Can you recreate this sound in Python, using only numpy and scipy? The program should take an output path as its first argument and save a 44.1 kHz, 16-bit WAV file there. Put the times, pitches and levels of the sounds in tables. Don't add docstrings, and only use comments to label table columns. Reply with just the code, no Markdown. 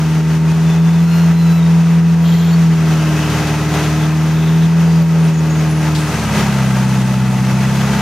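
import sys
import numpy as np
from scipy.fft import rfft, irfft, next_fast_len
from scipy.io import wavfile
from scipy.ndimage import uniform_filter1d, map_coordinates

SR = 44100
rng = np.random.default_rng(int(sys.argv[2]) if len(sys.argv) > 2 else 0)


def bounce(signal):
    frames = np.transpose(np.atleast_2d(signal))
    limited = np.clip(frames, -1, 1)
    pcm = np.round(limited * 32767).astype(np.int16)
    wavfile.write(sys.argv[1], SR, pcm)


N = 353329


def engine():
    # time_s, speed_rpm
    speed = [(0, 2368), (0.35, 2389), (1.05, 2508), (1.7, 2489), (2.55, 2504), (2.8, 2414), (3.3, 2278),
             (3.82, 2292), (4.38, 2380), (4.78, 2485), (5.25, 2431), (5.47, 2364), (6.02, 2304),
             (6.3, 2108), (6.72, 1943), (7.47, 1934), (7.8, 2008), (8, 2033)]
    # time_s, load_db
    load = [(0, -0.9), (0.55, -0.8), (2.1, -1.5), (2.75, 0.5), (3.32, 4.5), (3.58, 3), (3.76, 5), (4.2, 1),
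            (4.6, 0.86), (5.08, -1), (5.88, 1.55), (6.2, 4), (6.38, 6.5), (6.52, 4), (6.98, 1.6),
            (7.34, 0.1), (7.55, 3), (8, 4.5)]
    (rpm,), (load_db,) = curves(speed), curves(load)
    cycle_hz = rpm / 120
    angle = 2 * np.pi * np.cumsum(cycle_hz * (1 + 0.001012 * wobble(20))) / SR
    tones = exhaust(angle, cycle_hz, load_db, flutter=0.032, burble=0.1) + gear_hum(angle)
    noise = rasp_and_hiss(angle, rpm, load_db, bank=1.04, firing=0.43, lope=1.0)
    return (tones + noise) * level_dips(depth_db=2.5, recover_s=0.27, fall_s=0.0077)


def exhaust(angle, cycle_hz, load_db, flutter, burble):
    # multiple_of_cycle_rate, level_db, extra_db_per_load_db
    engine_tones = [(4, -5, .5), (6, -33.5, 2.15), (7, -25.5, -2), (8, -9, 0.19), (9, -30, 2),
                    (10, -29.5, 1.5), (11, -32, -3.5), (12, -11.5, 0.24), (13, -23.5, 0), (14, -11.5, -0.5),
                    (15, -18.5, 1.2), (16, -1, 1.1), (20, -8.5, 0.64), (21, -14, 0.3), (22, -10, 1.1),
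                    (24, -6, -1.6), (46, 2.5, -1.5), (54, 2, 1.2)]
    # pitch_hz, gain_db
    pipe = [(64, -30.2), (70, -25.6), (82, -26), (96, -19.5), (106, -1), (133, -7.5), (145, -21),
            (155, -5.3), (166, 0), (185, -12), (194, -6), (211, -9.5), (228, -21.5), (239, -18),
            (250, -25.5), (265, -43), (285, -38.5), (310, -26.5), (338, -37), (391, -37.5), (399, -25.5),
            (419, -29.5), (430, -43), (480, -38), (880, -41), (1100, -50)]
    tones = 0
    for multiple, db, growth in engine_tones:
        k = round(multiple)
        phase = k * angle - 0.15 * k ** 2
        level = amp(db + growth * load_db + along(pipe, k * cycle_hz))
        waver = flutter if k in (8, 12, 16) else burble
        tone = (1 + waver * wobble(14)) * np.cos(phase) + waver * wobble(14) * np.sin(phase)
        tones = tones + level * tone
    return np.sqrt(2) * tones


def rasp_and_hiss(angle, rpm, load_db, bank, firing, lope):
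    # pitch_hz, relative_db
    rasp_colour = [(25, -26), (45, -2.5), (70, -1), (170, 9), (280, -3.5), (430, 2.5), (520, -0.5),
                   (680, 1.5), (1100, -1.5), (1500, -3.5), (2200, -6), (3800, -15), (15000, -45)]
    hiss_colour = [(800, -35), (2000, -11), (2600, 3), (3700, -0.5), (5000, 0), (6300, 2), (7000, -1),
                   (7900, -7.5), (9100, -4.5), (10000, -9.5), (11400, -11), (12600, -6), (14000, -16),
                   (15600, -18)]
    puff_depth = [(1940, 0.93), (2530, .27)]
    lumps = lope * (np.cos(angle) + np.cos(3 * angle))
    puffs = bank * np.sin(4 * angle) + firing * np.sin(8 * angle) + lumps
    puff_db = np.interp(rpm, *np.transpose(puff_depth)) * puffs
    surge_db = 1.27 * load_db + 1.06 * wobble(16)
    rasp = amp(-27 + puff_db + surge_db + 0.2 * wobble(12)) * rush(rasp_colour, churn(angle))
    hiss = amp(-35.5 + 0.63 * puff_db + surge_db + 0.33 * wobble(21)) * rush(hiss_colour, churn(angle))
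    return rasp + hiss


def churn(angle, repeat=0.42, size=2048):
    # pitch_hz, width_hz, boost_db
    bay = [(887, 17, 7), (1302, 130, 4), (1600, 62, 5), (1982, 66, 5), (2565, 106, 5)]
    position = angle / (2 * np.pi) * size % size
    patterns = rng.standard_normal((2, size))
    repeating = np.array([np.interp(position, np.arange(size), pattern) for pattern in patterns])
    ring = lambda hz: amp(sum(db / (1 + (2 * (hz - centre) / width) ** 2) for centre, width, db in bay))
    return filtered(rng.standard_normal((2, N)) + repeat * repeating, ring)


def level_dips(depth_db, recover_s, fall_s):
    dips = [.214, .378, .526, .712, .895, 1.05, 1.322, 1.531, 1.82, 2.001, 2.148, 2.36, 2.74, 2.944, 4.671,
            5.029, 5.304, 7.03]
    t = clock()
    dip = lambda s: np.clip((t - s) / fall_s + .5, 0, 1) * np.exp(-np.abs(t - s) / recover_s)
    drop_db = depth_db * sum(dip(s) for s in dips)
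    return amp(uniform_filter1d(drop_db, size=SR // 3) - drop_db)


def gear_hum(angle):
    # time_s, level_db
    swell = [(4.45, -58), (4.8, -35.5), (5.7, -33.5), (6.1, -60)]
    # multiple_of_cycle_rate, relative_db
    gear_tones = [(22, 1), (24, -8), (28, -2)]
    level_db, = curves(swell)
    tone = lambda phase: (1 + 0.78 * wobble(35)) * np.cos(phase) + .45 * wobble(43) * np.sin(phase)
    return amp(level_db) * unit(sum(amp(db) * tone(round(k) * angle) for k, db in gear_tones))


def metal_squeal(chatter, flicker_db):
    # time_s, pitch_hz, level_db
    course = [(1.0, 1390, -42), (1.06, 1377, -41), (1.18, 1410, -33.5), (1.3, 1390, -47), (1.42, 1356, -39),
              (1.53, 1320, -38), (1.6, 1310, -38)]
    # multiple_of_pitch, relative_db
    tones = [(1, 0.5), (2, -2), (3, -1), (4, -9), (5, -11), (6, -16), (7, -20), (8, -17), (9, -11),
             (10, -13), (11, -21)]
    hz, level_db = curves(course)
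    tremble = 0.0026 * wobble(29.43) + chatter * wobble(500)
    phase = 2 * np.pi * np.cumsum(hz * (1 + tremble)) / SR
    sounding = (clock() > course[0][0]) & (clock() < course[-1][0])
    tone = lambda k, db: amp(db + flicker_db * wobble(20)) * np.cos(k * phase + rng.normal(0, 0.15))
    left_right = [sum(tone(round(k), db) for k, db in tones) for _ in range(2)]
    return amp(level_db) * sounding * np.array(left_right)


def squeaks(fade_share, chatter_db, waver):
    # start_s, length_s, pitch_hz, level_db, width_hz
    slips = [(0.645, 0.11, 3470, -39, 90), (0.758, 0.26, 3530, -44, 200), (1.593, 0.091, 3730, -40.5, 110),
             (2.211, 0.32, 3237, -43, 200), (2.227, 0.35, 3680, -37.5, 1800), (2.25, 0.33, 7130, -46, 400),
             (2.2, .37, 13100, -47, 2800), (2.513, 0.045, 4400, -39, 160), (2.871, 0.54, 2900, -38.5, 600),
             (3.837, .04, 3380, -34, 450), (3.995, 0.071, 3440, -36, 500), (4.27, 0.43, 3548, -40.5, 900),
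             (4.3, 0.37, 13600, -54, 1200), (4.844, 0.2, 4780, -47, 200), (5.011, 0.088, 12900, -51, 80),
             (5.192, 0.086, 9650, -48, 497), (5.337, 0.063, 6720, -38, 90), (5.484, 0.16, 6680, -42, 90.1),
             (5.68, 0.16, 10520, -45, 150)]
    out, t = np.zeros((2, N)), clock()
    for start, length, hz, db, width_hz in slips:
        on = (t > start) & (t < start + length)
        offset_hz = np.fft.fftfreq(on.sum(), 1 / SR)
        random_phases = np.exp(2j * np.pi * rng.random((2, on.sum())))
        low_noise = np.fft.ifft(random_phases / (1 + (2 * offset_hz / width_hz) ** 4))
        phase = 2 * np.pi * np.cumsum(hz * (1 + waver * wobble(25)[on])) / SR
        band = unit((low_noise * np.exp(1j * phase)).real)
        fade = np.clip(np.minimum(t[on] - start, start + length - t[on]) / (fade_share * length), 0, 1)
        blended = unit(band + .6 * band[::-1])
        out[:, on] += fade * amp(db + chatter_db * wobble(40)[on]) * blended
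    return out


def grit():
    # start_s, level_db, decay_s (time to fall by 60 dB)
    crunches = [(3.3, -28, 0.21), (3.47, -27, 0.15), (3.74, -27, 0.12), (3.83, -30, 0.11),
                (5.95, -26.5, 0.4), (7.604, -29, 0.063)]
    # pitch_hz, relative_db
    colour = [(800, -20), (3500, 6.5), (7000, -1.5), (13500, -13), (16000, -20)]
    t = clock()
    bursts = sum((t > start) * amp(db - 60 * np.abs(t - start) / decay) for start, db, decay in crunches)
    crackle = amp(1.3 * wobble(300))
    return bursts * crackle * rush(colour)


def tread_scrub():
    # time_s, level_db
    rubbing = [(5.88, -83), (5.97, -40), (7, -45.5), (8, -46)]
    # pitch_hz, relative_db
    colour = [(4000, -28), (7800, 5), (10500, 3.5), (12500, -21), (16000, -20)]
    level_db, = curves(rubbing)
    return amp(level_db + wobble(21)) * rush(colour)


def rush(colour, source=None):
    # pitch_hz, likeness (1 = the same)
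    likeness = [(900, 0.97), (2000, 0.95), (4000, 0.63), (6000, 0.62), (9000, 0.07), (14000, 0.14)]
    source = rng.standard_normal((2, N)) if source is None else source
    spread = lambda hz: np.arccos(np.clip(along(likeness, hz), -1, 1)) / 2
    gains = lambda hz: amp(along(colour, hz)) * [np.cos(spread(hz)), np.sin(spread(hz))]
    mid, side = filtered(source, gains)
    return unit(np.array([mid + side, mid - side]))


def amp(db):
    return 10 ** (np.asarray(db) / 20)


def unit(x):
    return x / np.sqrt(np.mean(x ** 2) + 1e-20)


def clock():
    return np.arange(N) / SR


def along(points, hz):
    pitches, values = np.transpose(points)
    return np.interp(np.log(hz + 1), np.log(pitches + 1), values)


def curves(rows):
    times, *columns = np.transpose(rows)
    return [np.interp(clock(), times, column) for column in columns]


def wobble(rate):
    knots = rng.standard_normal(int(N * rate / SR) + 4)
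    fine = map_coordinates(knots, [np.arange(len(knots) * 10) / 10])
    return np.interp(clock() * rate * 10, np.arange(len(fine)), fine)


def filtered(x, response):
    size = next_fast_len(N + SR // 2)
    return irfft(rfft(x, size) * response(np.fft.rfftfreq(size, 1 / SR)), size)[..., :N]


def scene():
    return (engine() + metal_squeal(chatter=0.0025, flicker_db=2.5)
            + squeaks(fade_share=0.095, chatter_db=2.0, waver=0.0051) + grit() + tread_scrub())


def record(dry):
    # pitch_hz, left_minus_right_db
    balance = [(60, 1.1), (160, .5), (900, -.3), (2500, 1.5), (5000, 3), (9000, 3.5), (13000, -6.5)]
    # pitch_hz, lead_radians
    right_lead = [(60, .3), (160, .18), (900, 0)]
    half, top_hz = np.array([[.5], [-.5]]), 15650
    gain = lambda hz: amp(half * along(balance, hz)) * (hz < top_hz)
    shift = lambda hz: np.exp(-1j * half * along(right_lead, hz))
    return filtered(dry, lambda hz: gain(hz) * shift(hz))


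dry = scene()
out = record(dry)
bounce(out)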